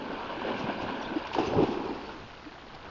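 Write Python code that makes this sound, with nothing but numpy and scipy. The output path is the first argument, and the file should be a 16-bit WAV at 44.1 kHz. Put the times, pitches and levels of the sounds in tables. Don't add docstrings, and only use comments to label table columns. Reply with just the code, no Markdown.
import sys
import numpy as np
from scipy import signal
from scipy.fft import rfft, irfft
from scipy.io import wavfile
from scipy.ndimage import uniform_filter1d

SR = 44100
rng = np.random.default_rng(int(sys.argv[2]) if len(sys.argv) > 2 else 0)


def wav_out(sig):
    wavfile.write(sys.argv[1], SR, np.round(np.clip(np.atleast_2d(sig).T, -1, 1) * 32767).astype(np.int16))


N = 127890
T = np.arange(N) / SR

# frequency_hz, density_db (dB per Hz)
AIR_COLOUR = [(20, 1), (60, 1.5), (170, -4), (300, -6), (800, -5), (1500, -8.5), (1900, -12.5),
              (3000, -15.5), (5000, -20.5), (7000, -33)]
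# time_s, level_db
DRIP_LEVEL = [(0, -61), (1.0, -57), (1.45, -55.5), (2.05, -61.5), (2.3, -72), (2.9, -71)]
# peak_s, rise_s, fade_s, level_db
SPRAY_SHOWERS = [(0.595, 0.024, 0.028, -45.5), (0.825, 0.017, 0.018, -44.5), (0.971, 0.032, 0.033, -55.5),
                 (1.026, 0.0045, .006, -44.5), (1.188, .004, 0.017, -49.5), (1.254, .003, .004, -49),
                 (1.272, 0.0013, 0.004, -37), (1.336, 0.004, 0.0073, -36), (1.349, 0.0032, 0.0046, -36.5),
                 (1.39, 0.0062, .012, -39.5), (1.474, 0.046, .015, -43), (1.637, 0.022, 0.024, -46),
                 (1.725, 0.042, 0.021, -49), (1.856, 0.0039, 0.0037, -51.5), (2.09, 0.16, 0.32, -54.5),
                 (2.749, 0.0017, .004, -47.5)]
# frequency_hz, density_db
SPRAY_COLOUR = [(300, -19.5), (1500, -8.5), (2800, 4.5), (4200, -5), (5300, -6.5), (7000, -18)]
# start_s, pitch_hz, level_db
PLINK_DROPS = [(0.945, 3360, -41), (1.012, 5640, -47.5), (1.04, 3440, -38), (1.463, 6180, -46),
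               (1.882, 4360, -48), (2.048, 4400, -47.5)]
# time_s, level_db
GURGLE_LEVEL = [(0, -43.5), (0.12, -38.5), (0.22, -56), (0.4, -40.5), (0.52, -43.5), (0.75, -40),
                (0.85, -41), (1.0, -44), (1.13, -41.5), (1.23, -65), (1.35, -47), (1.7, -36.5),
                (1.9, -40.5), (2.1, -52.5), (2.3, -61), (2.9, -58)]
# frequency_hz, density_db
GURGLE_COLOUR = [(60, -15.5), (150, -9.5), (250, 3), (350, -4), (520, -9), (900, -32), (3000, -50.5)]
# time_s, level_db (before CHURN_TRIM_DB)
CHURN_LEVEL = [(0.0, -43.5), (0.234, -38), (0.39, -40), (0.448, -36.5), (1.226, -41), (1.252, -39.5),
               (1.3, -41)]
# frequency_hz, density_db
CHURN_COLOUR = [(40, -36), (100, -8.5), (170, -7), (260, -3.5), (530, -1), (720, -3.5), (990, 0),
                (1260, -11.5), (1540, -3), (1900, -20), (2250, -13), (2900, -12.5), (4000, -24),
                (5100, -32), (7000, -45.5)]
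# peak_s, rise_s, fade_s, level_db
BREAKING_WAVES = [(0.3, .008, 0.022, -41.5), (0.49, 0.03, 0.041, -33.5), (0.7, .015, 0.02, -34.5),
                  (0.901, 0.023, 0.021, -37), (2.108, 0.11, 0.064, -45.5), (2.864, 0.041, 0.019, -44.5)]
# start_s, pitch_hz, peak_db
SURFACE_SLAPS = [(0.116, 586, -29), (0.294, 994, -31.5), (0.417, 1000, -29), (0.516, 986, -30),
                 (0.611, 975, -28.5), (0.899, 920, -31), (1.011, 872, -26), (1.256, 986, -30),
                 (1.315, 899, -30), (1.348, 930, -21), (1.384, 736, -19), (1.534, 557, -21.5),
                 (1.553, 857, -29.5), (1.636, 799, -28), (1.81, 890, -33.5), (1.894, 890, -31),
                 (2.091, 916, -35), (2.093, 1434, -36), (2.748, 814, -38), (2.866, 890, -45),
                 (2.886, 1300, -41)]
# peak_s, rise_s, fade_s, level_db, thud_db (relative to the gulps)
WATER_STROKES = [(0.12, 0.029, 0.0062, -42.5, -18), (0.484, 0.07, 0.024, -37, -18),
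                 (0.574, 0.014, 0.023, -46, 4), (0.647, 0.015, 0.018, -47, 5.5),
                 (0.835, 0.036, 0.04, -39.5, 0), (1.397, 0.013, 0.0073, -23.5, -10.5),
                 (1.482, 0.016, 0.022, -34, -3), (1.569, 0.017, 0.021, -28.5, -1),
                 (1.603, 0.023, 0.016, -27, -9.5), (1.636, 0.011, 0.013, -27.5, -4),
                 (2.219, 0.014, 0.038, -52.5, 6)]
# frequency_hz, density_db
STROKE_COLOUR = [(40, -35), (150, -22.5), (260, 0.5), (390, 9), (590, -4.5), (820, -3), (1250, -13),
                 (1800, -24), (7000, -56.5)]
# frequency_hz, density_db
THUD_COLOUR = [(20, -16.5), (55, -7.5), (110, 3), (165, 0), (230, -3), (400, -21), (2000, -70)]
# start_s, pitch_hz (mid-ring), peak_db, length_s
AIR_POCKETS = [(0.375, 335, -33, 0.028), (0.448, 515, -27, 0.012), (0.474, 393, -32, 0.011),
               (0.492, 247, -31.5, 0.041), (0.552, 260, -30, 0.0094), (0.639, 157, -28, 0.013),
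               (0.685, 283, -31, 0.018), (0.799, 300, -32, 0.022), (0.839, 354, -29, 0.016),
               (1.159, 311, -20.5, 0.025), (1.397, 284, -25, 0.018), (1.428, 354, -30.5, 0.029),
               (1.466, 397, -29.5, 0.037), (1.548, 274, -26.5, 0.027), (1.564, 425, -20, 0.036),
               (1.58, 158.3, -24.5, 0.038), (1.592, 354, -19.5, 0.03), (1.614, 223, -28, 0.051),
               (1.621, 304, -20.5, 0.023), (1.685, 255, -22.5, 0.018), (1.711, 344, -25.5, 0.022),
               (1.77, 357, -27, 0.013), (1.837, 373.6, -31.5, 0.038), (1.896, 347, -32.5, 0.031),
               (2.147, 319, -40, 0.034), (2.459, 306, -38.5, 0.038)]
# frequency_hz, density_db
WAKE_COLOUR = [(40, -13.5), (150, -5.5), (260, -5.5), (390, 3), (590, -9.5), (820, -3), (1150, -10.5),
               (1500, -18), (1950, -25), (2700, -17), (3600, -31.5), (5000, -28.5), (7000, -48)]

AIR_DB = -47
BANK_DB, BANK_T60_S, BANK_LOW_HZ = -10.5, 0.3, 497
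DRIP_LO_HZ, DRIP_HI_HZ, DRIPS_PER_S, DROPS_PER_S = 2278, 4796, 320, 4200
PLINK_RISE_S, PLINK_WIDTH_HZ, PLINK_SCATTER_S = 0.002, 390, 0.02
GURGLES_PER_S, GURGLE_CYCLES = 420, 1.94
CHURN_BUBBLES_DB, CHURN_FOAM_DB, CHURN_TRIM_DB = -5.5, -13, 1.22
CHURN_FADE_DB_PER_S = 21
SLAP_RISE_S, SLAP_SPLAT_DB = 0.0019, -14
GULPS_PER_S = 990
PLOP_GLIDE, PLOP_SKEW = 0.1, 0.66
WAKE_START_S, WAKE_END_S, WAKE_RISE_S, WAKE_FADE_S = 1.364, 1.948, 0.0053, 0.16
WAKE_DB, WAKE_SAG_DB_PER_S = -32.3, 9.5
BUBBLES_PER_S, BUBBLE_CYCLES, BUBBLE_GLIDE = 3500, 2.54, 0.032
SIZE_SPREAD_DB = 1
CLUMP_DB = 1.2
EDGE_HZ = 7150


def amp(db):
    return 10 ** (np.asarray(db) / 20)


def unit(x):
    return x / np.sqrt(np.mean(x ** 2) + 1e-20)


def level(points):
    return amp(np.interp(T, *np.transpose(points)))


def add(mix, s, sound):
    part = mix[max(round(s * SR), 0):][:len(sound)]
    part += sound[:len(part)]


def colour(x, points):
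    hz, db = np.transpose(points)
    f = np.fft.rfftfreq(N, 1 / SR)
    gain = amp(np.interp(np.log(f + 1), np.log(hz + 1), db))
    return unit(irfft(rfft(x) * gain, N))


def swell(peak, rise, fade):
    return np.exp(-np.maximum((peak - T) / rise, (T - peak) / fade))


def swells(events):
    return sum(amp(db) * swell(s, rise, fade) for s, rise, fade, db in events)


def pluck(t, rise):
    return t / rise * np.exp(1 - t / rise)


def bubbles(lo_hz, hi_hz, per_s, cycles, count=48):
    pitches = np.geomspace(lo_hz, hi_hz, count)
    shares = np.sqrt(pitches) / np.sqrt(pitches).sum()
    out = np.zeros(N)
    for hz, share in zip(pitches, shares):
        age = np.arange(0, 6 * cycles, hz / SR) / cycles
        ring = np.exp(-age) * np.sin(2 * np.pi * cycles * age * (1 + BUBBLE_GLIDE * age / 2))
        sign = np.sign(rng.random(N) - 0.5)
        size = sign * amp(SIZE_SPREAD_DB * np.minimum(rng.exponential(1, N), 3))
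        births = size * (rng.random(N) < per_s * share / SR)
        out += np.sqrt(hz) * unit(signal.oaconvolve(births, ring)[:N])
    return unit(out)


def clumped(x):
    z = signal.stft(x, nperseg=512)[2]
    patches = rng.standard_normal(z.shape)
    for _ in range(2):
        patches = uniform_filter1d(patches, size=4, axis=0)
        patches = uniform_filter1d(patches, size=7, axis=1)
    return signal.istft(z * amp(CLUMP_DB * unit(patches)), nperseg=512)[1][:N]


def lake():
    ripples = 0.5 * bubbles(311, 4550, 540, cycles=2.1, count=24)
    return amp(AIR_DB) * colour(rng.standard_normal(N) + ripples, AIR_COLOUR)


def bank(x):
    t = np.arange(SR // 2) / SR
    echoes = rng.standard_normal(len(t)) * (rng.random(len(t)) < 0.05)
    tail = echoes * amp(-60 * t / BANK_T60_S) * (t > 0.008)
    thin = signal.sosfilt(signal.butter(2, BANK_LOW_HZ, "high", fs=SR, output="sos"), x)
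    return amp(BANK_DB) * signal.oaconvolve(thin, tail / np.linalg.norm(tail))[:N]


def drips():
    return level(DRIP_LEVEL) * bubbles(DRIP_LO_HZ, DRIP_HI_HZ, DRIPS_PER_S, cycles=21, count=24)


def spray():
    drops = colour(bubbles(650, 6800, DROPS_PER_S, cycles=2.2, count=20), SPRAY_COLOUR)
    return drops * swells(SPRAY_SHOWERS)


def plinks():
    out, t = np.zeros(N), np.arange(SR // 20) / SR
    shape = pluck(t, PLINK_RISE_S)
    for s, hz, db in PLINK_DROPS:
        for spread, delay in rng.random(size=(6, 2)):
            ring = np.sin(2 * np.pi * (hz + PLINK_WIDTH_HZ * (spread - 0.5)) * t)
            add(out, s + PLINK_SCATTER_S * delay, amp(db) * shape * ring / 2)
    return out


def gurgle():
    cloud = bubbles(171.1, 587, GURGLES_PER_S, GURGLE_CYCLES, count=20)
    return level(GURGLE_LEVEL) * colour(cloud, GURGLE_COLOUR)


def churn():
    cloud = amp(CHURN_BUBBLES_DB) * bubbles(193.2, 6440, BUBBLES_PER_S, BUBBLE_CYCLES)
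    foam = amp(CHURN_FOAM_DB) * rng.standard_normal(N)
    settled_s = np.maximum(T - CHURN_LEVEL[-1][0], 0)
    wading = level(CHURN_LEVEL) * amp(CHURN_TRIM_DB - CHURN_FADE_DB_PER_S * settled_s)
    surge = np.hypot(wading, swells(BREAKING_WAVES))
    return surge * colour(clumped(cloud + foam), CHURN_COLOUR)


def slaps():
    out, t = np.zeros(N), np.arange(SR // 20) / SR
    splat = colour(rng.standard_normal(N), [(100, -13.5), (900, 13), (3000, -9.5), (7000, -33.5)])
    shape = pluck(t, SLAP_RISE_S)
    for k, (s, hz, db) in enumerate(SURFACE_SLAPS):
        ring = np.sin(2 * np.pi * hz * t)
        noise = splat[k * len(t):][:len(t)]
        add(out, s, amp(db) * shape * (ring + amp(SLAP_SPLAT_DB) * noise))
    return out


def strokes():
    cloud = bubbles(190.8, 2033, GULPS_PER_S, cycles=0.78, count=28)
    gulps = colour(cloud + 1.2 * rng.standard_normal(N), STROKE_COLOUR)
    thud = colour(rng.standard_normal(N), THUD_COLOUR)
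    out = np.zeros(N)
    for s, rise, fade, db, thud_db in WATER_STROKES:
        out += swell(s, rise, fade) * amp(db) * (gulps + amp(thud_db) * thud)
    return out


def plops():
    out = np.zeros(N)
    for s, hz, db, length in AIR_POCKETS:
        u = np.arange(0, length, 1 / SR) / length
        turns = np.cumsum(hz * (1 + PLOP_GLIDE * (u - 0.5))) / SR
        shape = np.sin(np.pi * u ** PLOP_SKEW)
        add(out, s, amp(db) * shape * np.sin(2 * np.pi * turns))
    return out


def wake():
    sag = amp(WAKE_DB - WAKE_SAG_DB_PER_S * np.maximum(T - WAKE_START_S, 0))
    rise = np.exp(np.minimum(T - WAKE_START_S, 0) / WAKE_RISE_S)
    fade = np.exp(-np.maximum(T - WAKE_END_S, 0) / WAKE_FADE_S)
    cloud = bubbles(223.4, 6470, BUBBLES_PER_S, BUBBLE_CYCLES, count=36)
    foam = 0.86 * rng.standard_normal(N)
    return sag * rise * fade * colour(clumped(cloud + foam), WAKE_COLOUR)


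def scene():
    water = drips() + spray() + plinks() + gurgle() + churn() + slaps() + strokes() + plops() + wake()
    return (lake() + bank(water) + water)[None]


def record(dry):
    lowpass = signal.firwin(511, EDGE_HZ, window=("kaiser", 9), fs=SR)
    return signal.oaconvolve(dry, lowpass[None], "same")


dry = scene()
out = record(dry)
wav_out(out)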